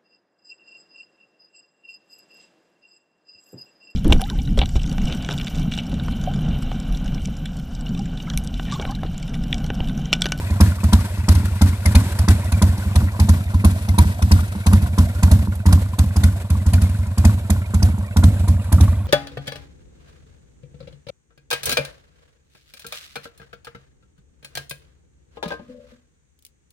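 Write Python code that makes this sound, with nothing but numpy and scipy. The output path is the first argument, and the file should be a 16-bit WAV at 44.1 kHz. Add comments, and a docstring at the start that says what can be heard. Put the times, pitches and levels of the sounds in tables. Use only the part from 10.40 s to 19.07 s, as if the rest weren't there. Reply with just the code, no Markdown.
"""A big twin-cylinder motorcycle idles lumpily while the listener walks round it.
Every exhaust stroke booms in the open pipes as a set of decaying modes; the stronger ones crack loudest and spit
a jet of noise in short bursts. The valve then shuts with a shorter thump.
Valve gear ticks (struck casing modes) and hisses underneath, and the hedge sends the cracks back as a short
wash of noise. Two ports hear it all with their own colour and arrival."""
import sys
import numpy as np
from scipy import signal
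from scipy.fft import rfft, irfft
from scipy.io import wavfile
from scipy.ndimage import uniform_filter1d, map_coordinates

SR = 44100
rng = np.random.default_rng(int(sys.argv[2]) if len(sys.argv) > 2 else 0)


def volts_from_decibels(level):
    """Turn decibel levels (scalar or array-like) into linear amplitude factors."""
    exponent = np.asarray(level, float) / 20
    return 10 ** exponent


def dump_mix(stems):
    """Bounce the given channels to the path in sys.argv[1] as a 16-bit WAV at rate SR."""
    frames = np.atleast_2d(stems).T  # one column per channel
    limited = np.clip(frames, -1, 1)  # hard clip at full scale
    pcm = np.round(limited * 32767).astype(np.int16)
    wavfile.write(sys.argv[1], SR, pcm)


N = 382347


def colour(x, table):
    """Filter by (pitch_hz, level_db) points joined on a log frequency axis."""
    hz, db = np.transpose(table)
    f = np.maximum(np.fft.rfftfreq(x.shape[-1], 1 / SR), 1)
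    gain = volts_from_decibels(np.interp(np.log(f), np.log(hz), db))
    return irfft(rfft(x) * gain, x.shape[-1])


def unit(x):
    """Scale to rms 1."""
    return x / np.sqrt(np.mean(x ** 2))


def add(out, s, db, shape):
    """Lay one sound into the track, trimmed at either end."""
    i = int(s * SR)
    part = shape[max(-i, 0):max(N - i, 0)]
    out[max(i, 0):max(i, 0) + len(part)] += volts_from_decibels(db) * part


def swell(times, dbs, rise_s, fall_s):
    """Amplitude envelope of bursts whose powers add where they overlap."""
    u = np.arange(int(min(8 * fall_s, 1) * SR)) / SR
    burst = (1 - np.exp(-u / rise_s)) * np.exp(-u / fall_s)
    power = np.zeros(N)
    for s, db in zip(times, dbs):
        add(power, s, 2 * db, burst ** 2)
    return np.sqrt(power)


def spit(times, dbs, length_s):
    """Amplitude envelope of short rounded bursts."""
    out = np.zeros(N)
    for s, db in zip(times, dbs):
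        add(out, s, db, np.hanning(int(length_s * SR)))
    return out


def flicker(rate_hz, db):
    """Gain that wanders by a few dB."""
    k = int(SR / rate_hz)
    steps = np.repeat(rng.standard_normal(N // k + 1), k)[:N]
    return volts_from_decibels(db * unit(uniform_filter1d(steps, k)))


# level of the noise that each channel has to itself, beside the shared noise
# columns: pitch_hz [Hz], level_db [dB]
UNSHARED = [(100, -39), (300, -12.5), (1000, -12), (2600, 3), (3800, 5.5), (6000, 4.5), (15000, 2.5)]


def noise(table):
    """Two channels of coloured noise, alike in the bass and partly apart in the treble."""
    shared = rng.standard_normal(N)
    own = colour(rng.standard_normal((2, N)), UNSHARED)
    return unit(colour(shared + own, table))


# the walk round the motorcycle; ahead_share is the share of the turn to the front
# columns: start_s [s], gear_db [dB], left_lag_us [microseconds], ahead_share [0-1]
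WALK_ROUND = [(0, -39.5, 135, 0.29), (1, -41.5, 120, 0.07), (2, -40, 118, 0.37), (2.6, -41.5, 150, 0.37),
              (3.9, -44.5, 238, 0.26), (4.4, -43.5, 172, 0.5), (5.5, -49.5, 149, 0.6),
              (6.5, -45, 118, 0.44), (7.5, -46, 176, 0.83), (8.67, -43.5, 65, 0.8)]


def walk(s):
    """Valve gear level, lag of the left port and share of the turn to the front, gliding along the walk."""
    start_s, *columns = np.transpose(WALK_ROUND)
    return [np.interp(s, start_s, column) for column in columns]


# modes of the engine casing before the scatter of each blow
# columns: pitch_hz [Hz], decay_per_s [1/s]
CASING_MODES = [(620, 193), (690, 150), (970, 142), (1090, 190), (1430, 180), (1580, 400), (1990, 177),
                (2450, 150), (3600, 440), (4900, 1200)]


def knocks(table):
    """Blows on the casing; modes near the struck pitch ring loudest, at slightly different levels in each port."""
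    out, u = np.zeros((2, N)), np.arange(SR // 25) / SR
    hz, decay = np.transpose(CASING_MODES)[:, :, None]
    scatter = rng.standard_normal((len(table), 3, len(CASING_MODES), 1))
    for (s, db, pitch), (size_luck, tuning_luck, side_luck) in zip(table, scatter):
        # 22 dB quieter per octave away from the struck pitch
        size = volts_from_decibels(-22 * np.abs(np.log2(hz / pitch)) + 4.02 * size_luck)
        envelope = np.exp(-u * decay) * (1 - np.exp(-u / 0.0022))
        modes = size * envelope * np.sin(2 * np.pi * hz * (1 + 0.051 * tuning_luck) * u)
        for port, sign in zip(out, (1, -1)):
            add(port, s, db, (modes * volts_from_decibels(2 * sign * side_luck)).sum(0))
    return out


# colour of the engine hiss heard from beside the engine, then from ahead of it (relative levels)
# columns: pitch_hz [Hz], level_db [dB per Hz]
HISS_BESIDE = [(210, -21), (350, 6), (464, -3.5), (626, -7.5), (768, -12), (988, 3.5), (1190, -10),
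               (1440, 0.5), (3110, -14), (4990, -16.5), (6030, -16), (7000, -17), (7900, -12), (9000, -14),
               (10100, -12.5), (11300, -17), (12500, -12), (14300, -23), (15000, -47)]
HISS_AHEAD = [(210, -23), (350, 3), (410, -1.5), (579, 10), (780, 1), (957, -4), (1230, -5), (3160, -15.5),
              (3940, -15), (5660, -32), (7750, -15.5), (9300, -28.5), (10500, -13.5), (11800, -24.5),
              (13900, -29), (15000, -40)]


def hiss(front):
    """Engine hiss whose colour changes as the listener comes round to the front."""
    return np.sqrt(1 - front) * noise(HISS_BESIDE) + np.sqrt(front) * noise(HISS_AHEAD)


def wash(front, strokes):
    """Hedge returning the cracks: hiss swells just after each stroke, dies slowly and flickers."""
    s, _, _, jet_db = strokes.T
    return swell(s + 0.0062, 0.77 * jet_db - 19.5, 0.011, 0.16) * flicker(60, 3.64) * hiss(front)


def patter():
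    """Rockers and chain: a dense, irregular run of small casing knocks, mostly low in pitch."""
    count = 1400
    slip, size, pitch = rng.random((count, 3)).T
    times = (np.arange(count) + slip) * N / SR / count
    return knocks(np.c_[times, 1.5 + 7 * size, 550 * 2 ** (3.1 * pitch ** 1.3)])


def seat_knocks(shuts):
    """Each valve landing on its seat raps the casing, harder after a louder thump, at a scattered pitch."""
    after_s, base_db, pitch_hz, spread_octaves = 0.0073, -31.5, 1280, 0.31
    db, octaves = rng.standard_normal((len(shuts), 2)).T
    level_db = base_db + shuts[:, 1] + 2.5 * db
    return knocks(np.c_[shuts[:, 0] + after_s, level_db, pitch_hz * 2 ** (spread_octaves * octaves)])


# loudest knocks of the valve gear between the seats, levels before the casing modes are weighted
# columns: start_s [s], level_db [dB], pitch_hz [Hz]
LOUD_TICKS = [(.3679, -38, 950), (.6057, -26, 990), (.8996, -20, 620), (2.6837, -24, 1460),
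              (2.7473, -24.5, 830), (3.1419, -28, 1060), (3.7919, -20.5, 620), (3.9888, -22.5, 1080),
              (4.4408, -26, 596), (5.2846, -24, 930), (5.9582, -32, 590), (7.6083, -24.5, 970),
              (7.7927, -25, 600), (7.9059, -26, 610), (8.3394, -27.5, 685), (8.4783, -22, 1110)]


def gear(level_db, front, shuts):
    """Valve gear: loud ticks and seat knocks over a patter and a rough hiss that spurts at each valve seat."""
    bed = patter()
    spurt = swell(shuts[:, 0] + 0.0022, 3 + 3 * rng.standard_normal(len(shuts)), 0.00091, 0.042)
    seats = seat_knocks(shuts)
    rough = (flicker(25, 2.9) + spurt) * volts_from_decibels(-6.5) * hiss(front)
    return knocks(LOUD_TICKS) + seats + volts_from_decibels(level_db) * (bed + rough)


# colour of the low flutter (relative levels)
# columns: pitch_hz [Hz], level_db [dB per Hz]
FLUTTER_COLOUR = [(45, -5), (65, 10), (95, 0.5), (150, 2.5), (215, 4), (300, -4.5), (420, -45.5)]


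def flutter(strokes):
    """Low noise that swells with each boom."""
    s, boom_db, _, _ = strokes.T
    return swell(s, 1.46 * boom_db - 16, 0.0025, 0.058) * noise(FLUTTER_COLOUR)


# colour of the chuff (relative levels)
# columns: pitch_hz [Hz], level_db [dB per Hz]
CHUFF_COLOUR = [(250, -28), (400, -7), (650, 0.5), (1050, -2), (1600, -5.5), (2500, -17.5)]


def chuff(strokes):
    """Mid-range puff of noise with a fast rise at each stroke."""
    s, _, _, jet_db = strokes.T
    return swell(s, 0.79 * jet_db - 11, 0.0021, 0.036) * noise(CHUFF_COLOUR)


# pitch of the crack as heard along the walk
# columns: start_s [s], pitch_hz [Hz]
CRACK_PITCH = [(0, 724), (1.6, 770), (2.3, 970), (3.4, 1080), (4.6, 1030), (5.5, 780), (7, 740),
               (8.67, 710)]


def cracks(strokes):
    """Each stroke cracks in the casing and raps it twice more within 10 ms, at changing pitches."""
    s, _, _, jet_db = strokes.T
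    after, pitch = rng.random((2 * len(s), 2)).T
    rap_hz = 650 * 2 ** (3.0 * pitch ** .9)
    raps = knocks(np.c_[np.repeat(s, 2) + .01 * after, np.repeat(jet_db, 2) + 1.5, rap_hz])
    crack_hz = np.interp(s, *np.transpose(CRACK_PITCH))
    return knocks(np.c_[s + .002, jet_db + 2, crack_hz]) + raps


# colour of the gas jet before the scatter of each stroke (relative levels)
# columns: pitch_hz [Hz], level_db [dB per Hz]
JET_COLOUR = [(410, -20), (700, 3), (1760, -1.5), (3060, -9.5), (4610, -6), (5310, -8), (6110, -4),
              (6690, -9), (10100, -5.5), (13500, -12), (15000, -46)]


def jets(strokes):
    """Gas spat at each valve opening, then a weaker second spit; every stroke colours its bands anew."""
    s, _, _, jet_db = strokes.T
    rush, out = noise(JET_COLOUR), 0
    for hz in 600 * 2 ** np.arange(0, 4.6, .5):
        edges = [hz / 2 ** 0.089, hz * 2 ** 0.39]
        band = signal.sosfilt(signal.butter(2, edges, "band", fs=SR, output="sos"), rush)
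        db, late = rng.standard_normal((len(s), 2)).T * [[2.5], [.0006]]  # dB, s
        first = spit(s - .001 + late, jet_db + db + 7.5, .013)
        second = spit(s + 0.0079 + late, jet_db - db - 3, 0.008)
        out = out + band * (first + second)
    return out


def ring(modes, detune=0.95, damped=False):
    """Modes that swell and die after a push; when damped they are stifled from 33 ms onward."""
    damp_from_s, damp_s = 0.033, 0.017
    u = np.arange(SR // 8) / SR
    y = 0
    for hz, decay, size, rise in modes:
        y = y + size * np.exp(-u * decay) * (1 - np.exp(-u * rise)) * np.sin(2 * np.pi * hz * detune * u)
    return y * np.exp(-(np.maximum(u - damp_from_s, 0) / damp_s) ** 2) if damped else y


# pipe modes excited by the shutting valve, pitches before ring() tunes them by 0.95
# columns: pitch_hz [Hz], decay_per_s [1/s], size [signed amplitude], rise_per_s [1/s]
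SHUT_MODES = [(105.3, 70.8, 0.8, 41), (212.7, 130.5, 0.78, 23)]


def thumps(shuts):
    """Each shutting valve pushes the pipe air into a short thump."""
    out = np.zeros(N)
    for s, db in shuts:
        add(out, s, db, ring(SHUT_MODES))
    return out


# pipe modes of the boom (pitches before the tuning by 0.95), the bark and the pressure front
# (pitches before the scatter of each stroke)
# columns: pitch_hz [Hz], decay_per_s [1/s], size [signed amplitude], rise_per_s [1/s]
BOOM_MODES = [(66.7, 39, 1, 60.5), (92.1, 19.6, -1.25, 60), (115.4, 26.7, -0.65, 18.5)]
BARK_MODES = [(204.5, 101.7, -1.315, 72.7), (316, 51, -0.06, 27000)]
FRONT_MODES = [(210, 450, .42, 3000), (900, 420, .16, 4000)]
# colour of the deepest boom beside the engine and ahead of it
# columns: pitch_hz [Hz], level_db [dB]
DEEP_BESIDE = [(28, 0), (40, 5), (55, 0)]
DEEP_AHEAD_OF = [(28, -15), (40, -35), (55, -0.5)]


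def pipes(front, strokes, shuts):
    """Boom, bark and earlier pressure front of each stroke in the open pipes, with the valve thumps."""
    front_lead_s = 0.002846
    out = thumps(shuts)
    tunings = 1 + rng.standard_normal((len(strokes), 2)) * [.015, .06]
    for (s, boom_db, bark_db, _), (bark_tuning, front_tuning) in zip(strokes, tunings):
        add(out, s, boom_db, ring(BOOM_MODES, damped=True))
        add(out, s, bark_db, ring(BARK_MODES, bark_tuning))
        add(out, s - front_lead_s, bark_db, ring(FRONT_MODES, front_tuning))
    return (1 - front) * colour(out, DEEP_BESIDE) + front * colour(out, DEEP_AHEAD_OF)


# the stronger exhaust strokes: those that fired and a few that only pumped air, rear cylinder first;
# the last row only ends the final gap
# columns: start_s [valve opens, s], boom_db [dB], bark_db [dB], jet_db [dB], open_s [valve stays open, s]
STRONG_STROKES = [(-.135, 4, 0, -22.5, .045), (0.103, -8, -8, -36.5, .052), (.205, 1, 5, -19.5, .0486),
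                  (0.4362, -4.5, -3.5, -28.5, .0452), (.529, 0, 2, -19, .0525),
                  (0.7775, -11.5, -12.5, -45, .055), (0.8851, 1, 1.5, -20.5, .0514),
                  (.949, -4.5, -16, -30.5, .0443), (1.214, 0, 1, -21.5, .0417),
                  (1.456, -2.5, -8, -25, .0473), (1.5501, 1, 1.5, -18, .049),
                  (1.7865, -4.5, -15, -28, .0472), (1.8822, 0.5, 3, -19.5, .04),
                  (2.119, -5, -25, -28, .0496), (2.2195, -1.5, 2.5, -21, .0413),
                  (2.455, -9.5, -14, -53, .0513), (2.555, -0.5, -5, -24.5, .0453),
                  (2.7958, -1, -1.5, -24, .0457), (2.8885, 0.5, -0.5, -23.5, .044),
                  (3.1394, -4.5, -9, -36.5, .0508), (3.2441, .5, 2.5, -22, .0434),
                  (3.4843, -4.5, -8.5, -31.5, .0504), (3.5832, 1.5, 3.5, -20, .0446),
                  (3.8206, -4, -6.5, -28.5, .0461), (3.9134, .5, 2, -20.5, .0409),
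                  (4.2637, -1, -2.5, -22.5, .0422), (4.3292, -0.5, 0.5, -25.5, .0404),
                  (4.4183, -7, -12, -41, .0357), (4.5816, 0, 1.5, -23.5, .0424),
                  (4.829, -.5, -3.5, -23, .0425), (4.9121, 0.5, -2, -22.5, .0396),
                  (4.9877, -7.5, -16, -39.5, .0354), (5.2587, 0.5, -1.5, -25.5, .0419),
                  (5.325, -0.5, -3.5, -22.5, .0425), (5.587, -1.5, -6, -25, .0465),
                  (5.7619, -3.5, -5, -28, .0458), (5.8347, -1, -4.5, -24.5, .0426),
                  (6.1001, -4.5, -14, -31.5, .0428), (6.2613, -3.5, -10, -32, .0574),
                  (6.3316, -2, -11, -25, .0415), (6.4154, -3.5, -20, -30.5, .0423),
                  (6.4915, -9, -34, -43, .0493), (6.7774, -3.5, -7, -29.5, .0553),
                  (6.8476, 0.5, 1.5, -22.5, .0395), (7.1001, -4, 0, -25.5, .0534),
                  (7.3403, -4, -3.5, -30, .0535), (7.4256, -1.5, -2.5, -27, .0395),
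                  (7.7653, -1, 1, -25.5, .0535), (7.835, 1, -0.5, -24, .04), (7.992, -7, -30, -42.5, 0.041),
                  (8.0787, -1, -6.5, -29.5, .0534), (8.322, 1, -1.5, -25.5, .0529),
                  (8.4056, 1, -2.5, -27.5, .0394), (8.4779, -5.5, -30, -48, .0431), (8.74, 0, 0, -25, .045)]


def crank():
    """All strokes (s, boom, bark, jet dB) and valve shuts (s, dB); crank angle places the pumping strokes between."""
    # pairs are (rear, front) cylinder; crank_deg is the turn from that cylinder's stroke to the next
    stroke_s, crank_deg = .084, (315, 405)
    coasting = .15  # the crank slows between the stronger strokes (share of the gap)
    # the strokes between only pump air: the boom sags with each one, the bark lies under the boom
    pump_boom_db, pump_open_s = (-11, -11), (0.04, .043)
    pump_sag_db, pump_bark_db, pump_jet_db, pump_jet_ahead_db = -4, -13, -48.5, -4.5
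    pump_scatter_db = (2, 12, 5)  # boom, bark, jet
    # thump: dB after a 0 dB boom, dB per dB of boom, dB per ms open beyond the mean, dB gained ahead
    shut_db, shut_follow, shut_db_per_ms, shut_ahead_db = (2.5, 6), 0.41, -0.07, 1.5
    rows, cylinder = [], 0
    for strong, (then, *_) in zip(STRONG_STROKES, STRONG_STROKES[1:]):
        gap_s = then - strong[0]
        turn = (cylinder + np.arange(round(gap_s / stroke_s) + 1)) % 2
        angle = np.cumsum(np.take(crank_deg, turn[:-1]))
        share = angle / angle[-1]
        times = strong[0] + gap_s * (share - coasting * share * (1 - share))
        rows.append((*strong, cylinder))
        for k, (s, c) in enumerate(zip(times[:-1], turn[1:])):
            boom, bark, jet = rng.standard_normal(3) * pump_scatter_db
            boom += pump_boom_db[c] + k * pump_sag_db
            bark += boom + pump_bark_db
            jet += pump_jet_db + walk(s)[-1] * pump_jet_ahead_db
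            rows.append((s, boom, bark, jet, pump_open_s[c], c))
        cylinder = turn[-1]
    s, boom, _, _, open_s, c = np.transpose(rows)
    thump = np.take(shut_db, c.astype(int)) + shut_follow * boom
    thump = thump + shut_db_per_ms * (open_s - open_s.mean()) * 1000
    thump = thump + shut_ahead_db * walk(s)[-1]
    return np.array(rows)[:, :-2], np.c_[s + open_s, thump]


# colour difference between the ports, beside the engine and ahead of it
# columns: pitch_hz [Hz], left_minus_right_db [dB]
PORTS_BESIDE = [(60, -1), (110, -0.5), (200, 0.5), (380, -1.5), (700, -2.5), (1290, 3.5), (2380, 5),
                (4400, 12), (8120, -0.5), (15000, -7.5)]
PORTS_AHEAD_OF = [(60, -1.0), (110, -1.0), (200, -4), (380, 3.5), (700, -6.5), (1290, 4.5), (2380, -4),
                  (4400, 2.5), (8120, -12), (15000, -4)]


def two_ports(left, right, lag_us, front):
    """The left port hears the sound later; each takes half of the colour difference, with opposite signs."""
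    late = np.arange(N) - lag_us * 1e-6 * SR
    left = map_coordinates(left, [late], order=3, mode="nearest")
    beside, ahead = [
        np.array([colour(x, np.array(table) * [1, half]) for x, half in ((left, .5), (right, -.5))])
        for table in (PORTS_BESIDE, PORTS_AHEAD_OF)]
    return (1 - front) * beside + front * ahead


def scene():
    """Wash, valve gear, gas and pipes reach two ports whose colour and arrival change along the walk."""
    gear_db, lag_us, front = walk(np.arange(N) / SR)
    strokes, shuts = crank()
    background = wash(front, strokes) + gear(gear_db, front, shuts)
    gas = flutter(strokes) + chuff(strokes) + cracks(strokes) + jets(strokes)
    left, right = background + gas + pipes(front, strokes, shuts)
    return two_ports(left, right, lag_us, front)


def band_limit(x):
    """A steep low-pass at the top of the band."""
    return signal.sosfilt(signal.butter(12, 15590, fs=SR, output="sos"), x)


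def record(dry):
    """The loudest booms are rounded off near full scale; the deepest bass and the top are cut."""
    x = dry / (1 + np.abs(dry / 1.25) ** 4) ** .25
    x = signal.sosfilt(signal.butter(1, 18, "high", fs=SR, output="sos"), x)
    x = signal.sosfilt(signal.ellip(10, .2, 60, 14300, fs=SR, output="sos"), x)
    return band_limit(np.clip(x, -1, 1))


dry = scene()
out = record(dry)
dump_mix(out)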